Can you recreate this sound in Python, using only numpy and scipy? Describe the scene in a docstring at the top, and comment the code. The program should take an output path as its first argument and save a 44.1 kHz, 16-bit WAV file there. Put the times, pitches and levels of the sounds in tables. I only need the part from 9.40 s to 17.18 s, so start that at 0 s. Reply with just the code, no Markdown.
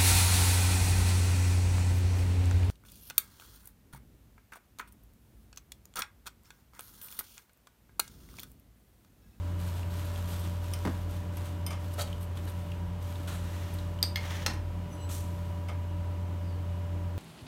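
"""Hand-worked screen printing machine

A motor drones in a workshop. A gloved hand sets a drinking glass, clinking, on the steel rollers and
bumps the base, which booms on its cardboard box. The screen carriage whirrs along its rails, clicks
at the far end, clacks, runs back and bangs on its stop. Steel slips with a faint squeak, and the
glass is taken out."""
import sys
import numpy as np
from scipy import signal
from scipy.fft import rfft, irfft, next_fast_len
from scipy.io import wavfile
from scipy.ndimage import map_coordinates

SR = 44100
rng = np.random.default_rng(int(sys.argv[2]) if len(sys.argv) > 2 else 0)


def unload_audio(sound):
    """Save the sound as a 16-bit wav file, at the path given as the first command line argument."""
    columns = np.transpose(np.atleast_2d(sound))
    # keep every value between -1 and 1, then stretch to whole-number steps
    steps = np.round(np.clip(columns, -1, 1) * 32767)
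    wavfile.write(sys.argv[1], SR, steps.astype(np.int16))


N = 343098


def amp(db):
    """Decibels to gain."""
    return 10 ** (np.asarray(db) / 20)


def unit(x):
    """Scale to rms 1."""
    return x / np.sqrt(np.mean(x ** 2) + 1e-20)


def along(points, hz):
    """Interpolate (freq_hz, value) points on a log frequency axis."""
    freqs_hz, values = np.transpose(points)
    return np.interp(np.log(hz + 1), np.log(freqs_hz + 1), values)


def clock(size=N):
    """Sample times in seconds."""
    return np.arange(size) / SR


def fade(t, t60_s):
    """Exponential decay, 60 dB in t60_s."""
    return 10 ** (-3 * t / t60_s)


def swell(peak_s, width_s):
    """Bell-shaped envelope."""
    return np.exp(-2 * ((clock() - peak_s) / width_s) ** 2)


def held(start_s, length_s, attack_s, t60_s):
    """Rise, hold, decay."""
    t = clock() - start_s
    return np.clip(t / attack_s, 0, 1) * fade(np.maximum(t - length_s, 0), t60_s)


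def wobble(knots_per_s):
    """Smooth random curve."""
    coarse_s = np.linspace(0, N / SR, 8192)
    knots = rng.standard_normal(int(N * knots_per_s / SR) + 4)
    return np.interp(clock(), coarse_s, map_coordinates(knots, [coarse_s * knots_per_s]))


def filtered(x, response):
    """Apply a gain given as a function of frequency."""
    size = next_fast_len(len(x) + 8192)
    return irfft(rfft(x, size) * response(np.fft.rfftfreq(size, 1 / SR)), size)[:len(x)]


def coloured(x, spectrum):
    """Shape x by a spectrum, at rms 1."""
    return unit(filtered(x, lambda hz: amp(along(spectrum, hz))))


def noise(spectrum, size=N):
    """Coloured noise, rms 1."""
    return coloured(rng.standard_normal(size), spectrum)


def friction(spectrum, slips_per_s, size=N):
    """Tiny uneven slips heard through a body's spectrum."""
    slips = (rng.random(size) < slips_per_s / SR) * rng.standard_normal(size)
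    return coloured(slips, spectrum)


def burst(spectrum, t60_s, size=SR // 2):
    """Dense modes dying after a blow, as decaying noise."""
    return noise(spectrum, size) * fade(clock(size), t60_s)


def ring(modes, tilt_db_per_oct=0, t60_scale=1, attack_s=0.00006):
    """Decaying modes, struck a little differently each time."""
    t = clock(SR // 2)
    hz, db, t60_s = np.transpose(modes)[:, :, None]
    gain = amp(db + tilt_db_per_oct * np.log2(hz / hz.mean()) + rng.normal(0, 1, hz.shape))
    partials = gain * np.sin(2 * np.pi * (hz * t + rng.random(hz.shape)))
    return np.sum(partials * fade(t, t60_s * t60_scale), axis=0) * (1 - np.exp(-t / attack_s))


def add(track, start_s, sound):
    """Mix a sound in at start_s."""
    part = track[round(start_s * SR):][:len(sound)]
    part += sound[:len(part)]


# fan and room noise: freq_hz, density_db
AIR_SPECTRUM = [(22, -37), (45, -8.5), (70, 5.5), (150, 2), (220, -3), (450, -9.5), (1100, -14.5),
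                (1800, -21), (3200, -25.5), (4800, -32), (8500, -35), (10400, -38), (12300, -35.5),
                (15800, -40)]
# other machines: pitch_hz, level_db, unsteady_share, flutter_per_s
MACHINE_TONES = [(48.9, -50, 1, 5.5), (96.7, -52.5, 0.4, 3.96), (174.8, -48.5, 0.38, 9),
                 (298.3, -57.5, 0.91, 20), (584.6, -54, 0.03, 4.25), (955, -64.5, 0.47, 8),
                 (1003, -66, 0, 8), (2893, -71.5, 0.13, 9.3), (3150, -76.5, 0, 7.1)]


def workshop():
    """Other machines hum in wavering tones over fan noise."""
    t, hum = clock(), np.zeros(N)
    for hz, db, unsteady, flutter_per_s in MACHINE_TONES:
        flutter = wobble(flutter_per_s) + 1j * wobble(flutter_per_s)
        swing = np.sqrt(1 - unsteady) + np.sqrt(unsteady / 2) * flutter
        tone = np.exp(2j * np.pi * (hz * t + rng.random()))
        hum += amp(db) * unit(np.real(swing * tone))
    return hum + amp(-44.5) * noise(AIR_SPECTRUM)


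# dips in the drone: start_s, length_s, depth_db, ramp_s
MOTOR_DIPS = [(1.4, 5, 2, 0.45), (5.374, 0.29, 7, 0.14)]


def motor(pitch_hz=88.2, full_db=-33.5):
    """A motor drones on one low note; its level dips at times."""
    t, db = clock(), full_db
    for start_s, length_s, depth_db, ramp_s in MOTOR_DIPS:
        inside_s = np.minimum(t - start_s, start_s + length_s - t)
        db = db - depth_db * np.clip(inside_s / ramp_s, 0, 1)
    return amp(db) * unit(np.sin(2 * np.pi * pitch_hz * t))


def whine(pitch_hz=972.5):
    """A thin, unsteady machine tone swells once."""
    db = -62 + 6.5 * swell(peak_s=6.13, width_s=1.0) + 1.1 * wobble(8.3)
    phase = 2 * np.pi * pitch_hz * clock() + 0.68 * wobble(5.4)
    return amp(db) * unit(np.sin(phase))


def chirp(peak_s=7.1, pitch_hz=4680, fall_hz_per_s=5500, level_db=-66):
    """A faint, hoarse squeak far off falls in pitch."""
    t = clock() - peak_s
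    phase = 2 * np.pi * (pitch_hz * t - 0.5 * fall_hz_per_s * t ** 2) + 2 * wobble(500)
    return amp(level_db) * swell(peak_s, width_s=0.13) * np.sin(phase)


# workshop reverberation: freq_hz, t60_s
ROOM_DECAY = [(200, 0.29), (1500, 0.37), (5000, 0.24), (9000, 0.28), (14000, 0.25)]


def room(x, delay_s=0.008, dull_hz=6500):
    """Diffuse reflections, shorter and weaker in the treble."""
    hz, t, bands = signal.stft(rng.standard_normal(SR // 2), SR, nperseg=256)
    bands = bands * fade(t, along(ROOM_DECAY, hz)[:, None]) / np.hypot(1, hz / dull_hz)[:, None]
    tail = signal.istft(bands, SR, nperseg=256)[1]
    delayed = np.pad(x, (round(delay_s * SR), 0))
    return signal.fftconvolve(delayed, tail / np.linalg.norm(tail))[:N]


# sleeve cloth: freq_hz, density_db
CLOTH_SPECTRUM = [(600, -1.5), (1400, 2), (2000, -5.5), (3300, -2), (5000, -7.5), (9000, -8.5),
                  (10400, -12), (12500, -7), (15800, -16)]
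# arm movements: start_s, length_s, level_db
ARM_MOVES = [(0, 0.19, -60), (0.177, 0.19, -52.5), (0.484, .36, -52), (0.85, 0.2, -50), (1.2, 0.35, -53.5),
             (1.672, 0.036, -53), (1.907, 0.14, -55), (2.382, 0.29, -57), (2.934, 0.34, -59),
             (3.598, 0.23, -55), (4.016, 0.38, -56), (5.8, 0.32, -62.5)]


def sleeves():
    """Cloth rubs with each move; its creases crackle."""
    weave = friction(CLOTH_SPECTRUM, slips_per_s=14000)
    creases = amp(-7.5) * friction(CLOTH_SPECTRUM, slips_per_s=170)
    moves = [amp(db) * held(start_s, length_s, attack_s=0.03, t60_s=1)
             for start_s, length_s, db in ARM_MOVES]
    return np.max(moves, axis=0) * amp(wobble(25.36)) * (weave + creases)


# glove latex: freq_hz, density_db
LATEX_SPECTRUM = [(1500, -22), (3200, -3), (7000, -10), (9000, 1.5), (10400, -4), (12500, 3.5),
                  (15500, -12)]
# glove crinkles: peak_s, width_s, level_db
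CRINKLES = [(0.27, 0.11, -60), (0.576, .006, -52), (0.653, .008, -54), (0.91, 0.057, -55.5),
            (1.002, .04, -54), (1.71, .007, -53), (2.538, 0.01, -50), (2.826, 0.03, -53),
            (3.054, 0.0046, -56), (3.091, 0.021, -50), (3.628, .004, -58), (4.342, 0.0099, -50.5)]


def gloves():
    """Thin gloves stretch and brush in short, bright crinkles."""
    stretch = sum(amp(db) * swell(peak_s, width_s) for peak_s, width_s, db in CRINKLES)
    return stretch * amp(2.9 * wobble(130)) * friction(LATEX_SPECTRUM, slips_per_s=6600)


# rubbing surfaces and the frame under them: freq_hz, density_db
SCRAPE_SPECTRUM = [(500, -11), (1400, -11), (2200, -5.5), (3900, -1), (5000, -6.5), (5800, 0.5), (8400, 1),
                   (10400, -3), (12500, -1), (15500, -10.5)]
FRAME_SPECTRUM = [(150, -14), (500, 2), (850, -4), (1350, 6), (2000, -4), (4000, -2), (9000, -41)]
# scrapes: start_s, level_db, rise_s, t60_s, frame_gain_db
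SCRAPES = [(2.04, -53, 0.017, 0.26, 1), (2.575, -42, 0.02, 0.17, 2), (2.598, -37, 0.024, 0.042, -12),
           (2.968, -53.5, 0.0053, 0.069, 5), (3.07, -58.5, 0.008, 0.11, 12.5),
           (3.869, -47, 0.01, 0.66, 2.5), (5.688, -47, 0.0051, 0.24, -2), (5.704, -42.5, 0.017, 0.52, -28)]


def scrapes():
    """Glove, glass and screen scrape, judder and stir the frame."""
    out, t = np.zeros(N), clock(SR // 2)
    for start_s, db, rise_s, t60_s, frame_gain_db in SCRAPES:
        stroke = np.minimum(t / rise_s, 1) * fade(np.maximum(t - rise_s, 0), t60_s)
        rub = friction(SCRAPE_SPECTRUM, slips_per_s=11000, size=len(t))
        frame = amp(frame_gain_db) * noise(FRAME_SPECTRUM, len(t))
        add(out, start_s, amp(db) * stroke * (rub + frame))
    return out * amp(0.87 * wobble(130))


# cardboard box: pitch_hz, gain_db, t60_s
BOX_MODES = [(188, -2, 0.074), (250, -1, 0.078), (339, -3, 0.072), (910, -4, 0.014)]
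# its buzz: freq_hz, density_db
BUZZ_SPECTRUM = [(90, -23), (250, -1), (550, -11), (1150, -8.5), (1650, -16), (2300, -24.5), (5000, -31),
                 (14000, -41)]
# bounces of the base: start_s, boom_db, buzz_db
BUMPS = [(1.4506, -24, -19.5), (1.461, -24.5, -28), (1.471, -40, -23), (1.4778, -30, -27),
         (1.493, -34, -30)]


def box(rise_s=0.0013):
    """Bumped by a hand, the base bounces on its box, which booms and buzzes."""
    out, t = np.zeros(N), clock(SR // 2)
    boom = sum(amp(db) * np.sin(2 * np.pi * hz * t) * fade(t, t60_s) for hz, db, t60_s in BOX_MODES)
    for start_s, boom_db, buzz_db in BUMPS:
        thud = amp(boom_db) * boom + amp(buzz_db) * burst(BUZZ_SPECTRUM, t60_s=0.026)
        add(out, start_s, thud * (1 - np.exp(-t / rise_s)))
    return out


# glass body and rim: pitch_hz, gain_db, t60_s
GLASS_MODES = [(2125, -3, 0.3), (3072, -5, 0.2), (3520, -7, .07), (5050, -4.5, .125), (8870, -10, 0.13),
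               (9450, -3, .045), (12740, -16, .08), (14300, -18, .07)]
RIM_MODES = [(11440, 0, .12)]
# contact click and holder knock: freq_hz, density_db
CLICK_SPECTRUM = [(1000, -22), (3000, 10), (4300, -2), (5600, 10), (7800, -14), (9300, -7), (10600, -30),
                  (13000, -11)]
KNOCK_SPECTRUM = [(200, -9), (620, 13.5), (1250, 11.5), (1600, 0), (2300, 5), (4200, -10), (5700, -6.5),
                  (15000, -31)]
# glass on rollers: start_s, ring_db, knock_db, tilt_db_per_oct, t60_scale, rim_gain_db
GLASS_TAPS = [(1.3362, -33, -45, 9, 0.42, -17), (1.97, -45.5, -45, 9, 0.38, 6),
              (2.2646, -33.5, -46, 6.5, 0.79, -6.5), (2.3048, -44, -39.5, 6, 0.82, -6),
              (2.331, -48, -42, -1.5, 0.62, -10), (5.135, -48.5, -47, 4, 0.7, -7),
              (6.285, -48.5, -39.5, 1, 0.49, -12), (6.293, -54, -41.5, -0.5, 0.6, -12)]


def glass(knock_rise_s=0.0019):
    """The glass clicks and rings, damped by the hand; the holder's knock follows."""
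    out, t = np.zeros(N), clock(SR // 2)
    for start_s, ring_db, knock_db, tilt_db_per_oct, t60_scale, rim_gain_db in GLASS_TAPS:
        body = ring(GLASS_MODES, tilt_db_per_oct, t60_scale)
        rim = amp(rim_gain_db) * ring(RIM_MODES, t60_scale=t60_scale)  # varies with the spot touched
        click = amp(-2.5) * burst(CLICK_SPECTRUM, t60_s=0.022)
        tilted = [(hz, db + 0.5 * tilt_db_per_oct * np.log2(hz)) for hz, db in KNOCK_SPECTRUM]
        knock = burst(tilted, t60_s=0.23 * t60_scale) * (1 - np.exp(-t / knock_rise_s))
        add(out, start_s, amp(ring_db) * (body + rim + click) + amp(knock_db) * knock)
    return out


# hollow steel holder: pitch_hz, gain_db, t60_s
HOLDER_MODES = [(592, -0.5, 0.072), (695, -3, 0.052), (1240, -5, .03), (3220, -3, .02), (3880, 3, .025),
                (4400, -1, .02), (4620, -2, .02)]
# glass catching in it: start_s, level_db, tilt_db_per_oct
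CATCHES = [(2.583, -45, -6), (2.597, -35.5, -1.5), (2.61, -37, 3.5), (2.615, -35.5, 0), (2.626, -40, -1.5)]


def holder():
    """Pushed home, the glass catches and slips; each slip rings the holder."""
    out = np.zeros(N)
    for start_s, db, tilt_db_per_oct in CATCHES:
        add(out, start_s, amp(db) * ring(HOLDER_MODES, tilt_db_per_oct, attack_s=0.00037))
    return out


# squeaking steel: pitch_hz, first_slip_db, second_slip_db
SQUEAK_MODES = [(2900, -66, -55), (4048, -77, -61), (6029, -59, -59.5), (7860, -70, -59.5),
                (9880, -60, -69), (10800, -71, -73), (12250, -69, -78), (13400, -81, -72)]
# slips: peak_s, width_s
SLIPS = [(5.537, 0.04), (5.63, 0.06)]


def squeak(flutter_db=2.2):
    """Steel slips twice on steel and sings in thin, rough modes, each with its own flutter."""
    t, waver, out = clock(), wobble(90), np.zeros(N)
    slips = np.array([swell(peak_s, width_s) for peak_s, width_s in SLIPS])
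    for hz, *levels_db in SQUEAK_MODES:
        phase = 2 * np.pi * hz * t + 0.55 * waver + 0.4 * wobble(450)
        envelope = amp(levels_db) @ slips
        out += envelope * amp(flutter_db * wobble(90)) * np.sin(phase)
    return out


# loose joint: freq_hz, density_db
JOINT_SPECTRUM = [(1000, -9), (2300, 1), (3150, 16), (4200, -4), (6000, -3), (10000, -9), (15000, -11)]
# ticks: start_s, level_db, pitch_ratio
TICKS = [(0.287, -47, 1.5), (0.431, -45, .85), (0.759, -42, 1.05), (0.931, -43, 1.15), (2.676, -45, 1),
         (2.729, -43, 1), (2.974, -47, 1.06), (3.318, -42.5, .9), (3.756, -47, 1.15), (4.387, -40.5, 1.2),
         (4.589, -48, .95)]


def joints():
    """Play in the joints makes them tick."""
    out = np.zeros(N)
    for start_s, db, pitch_ratio in TICKS:
        shifted = [(hz * pitch_ratio, density_db) for hz, density_db in JOINT_SPECTRUM]
        add(out, start_s, amp(db) * burst(shifted, t60_s=0.024))
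    return out


# bearings on rails: freq_hz, density_db
RAIL_SPECTRUM = [(300, -7), (900, 0), (1400, -5), (1850, 1), (2500, -6), (3500, -4), (4600, -12),
                 (6000, -9), (7500, -16.5), (15000, -21)]
# runs out and back: start_s, length_s, top_speed_db
RUNS = [(3.9, 0.61, -55), (4.748, 0.35, -44.5)]


def carriage(speed_exponent=1.1):
    """Bearings whirr and tick over grit, louder with speed as each run gathers pace and slows."""
    envelope = np.zeros(N)
    for start_s, length_s, db in RUNS:
        progress = np.clip((clock() - start_s) / length_s, 0, 1)
        speed = np.abs(np.sin(np.pi * progress))
        envelope += amp(db) * speed ** speed_exponent
    whirr = friction(RAIL_SPECTRUM, slips_per_s=11000)
    grit = amp(-8) * friction(RAIL_SPECTRUM, slips_per_s=260)
    return envelope * amp(1.7 * wobble(45)) * unit(whirr + grit)


# far stop, lever, home stop and loose screen arm: pitch_hz, gain_db, t60_s
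FAR_MODES = [(3720, -11, 0.02), (4200, -11, .007), (4745, -2.5, 0.031), (4917, -34, 0.18), (5040, -8, 0.02),
             (5850, -17, 0.016), (8400, -10.5, 0.013), (8750, -12, 0.013), (9550, -22, .035),
             (11940, -10, 0.012), (12480, -11.5, 0.018), (13750, -9, .008)]
LEVER_MODES = [(1745, -8, 0.046), (2235, -12.5, 0.12), (2134, 0.5, 0.04), (2940, -2, 0.013),
               (3300, 2, 0.022), (4260, -3, 0.02), (4930, -5, 0.033), (6300, -12, 0.041), (8600, -18, .03),
               (11400, -21, 0.06), (12500, -8, .017), (14320, -17, .045)]
HOME_MODES = [(810, -26, 0.22), (1520, -5, .1), (2400, -17, 0.091), (2720, 2, 0.04), (4206, 4.5, 0.034),
              (5300, -2, 0.03), (5820, -2, .04), (6540, 0, .022), (8200, -2, 0.029), (11650, -5, 0.015)]
ARM_MODES = [(225, -2.5, 0.19), (323, -8, .2), (807, 1.5, 0.052), (1010, -3.5, .06), (1430, -8, 0.047),
             (1865, -4, .04), (2470, -12, .04)]
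# crack of steel: freq_hz, density_db
CRACK_SPECTRUM = [(150, -1), (700, 4.5), (1400, 6.5), (3400, 0), (4300, 4.5), (6600, -0.5), (7600, -8),
                  (9000, -7.5), (15500, -15)]
# carriage blows: start_s, part, ring_db, crack_db, crack_t60_s
BLOWS = [(4.628, "far", -13.5, -33, 0.023), (4.636, "far", -35, -29, 0.026),
         (4.7586, "lever", -26.5, -32.5, 0.022), (4.7701, "lever", -38, -40, 0.094),
         (5.063, "home", -31, -23, 0.04), (5.069, "home", -46, -32, 0.039), (5.079, "arm", -40, -38, 0.071),
         (5.099, "arm", -38.5, -42, .08), (5.109, "arm", -41.5, -47, .12)]


def carriage_blows():
    """Steel parts crack, ring and rebound at the ends of the stroke."""
    modes = {"far": FAR_MODES, "lever": LEVER_MODES, "home": HOME_MODES, "arm": ARM_MODES}
    out = np.zeros(N)
    for start_s, part, ring_db, crack_db, crack_t60_s in BLOWS:
        ringing = amp(ring_db) * ring(modes[part])
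        crack = amp(crack_db) * burst(CRACK_SPECTRUM, crack_t60_s)
        add(out, start_s, ringing + crack)
    return out


def scene(room_db=-11):
    """The machine close by, its room and the steady background, in mono."""
    direct = glass() + holder() + box() + carriage_blows() + joints() + scrapes() + carriage()
    direct += squeak() + chirp() + sleeves() + gloves()
    reflections = amp(room_db) * room(direct)
    background = motor() + whine() + workshop()
    return (direct + reflections + background)[None]


def record(dry):
    """Brick-wall low-pass."""
    cutoff_hz = 15830
    return np.array([filtered(channel, lambda hz: hz < cutoff_hz) for channel in dry])


dry = scene()
out = record(dry)
unload_audio(out)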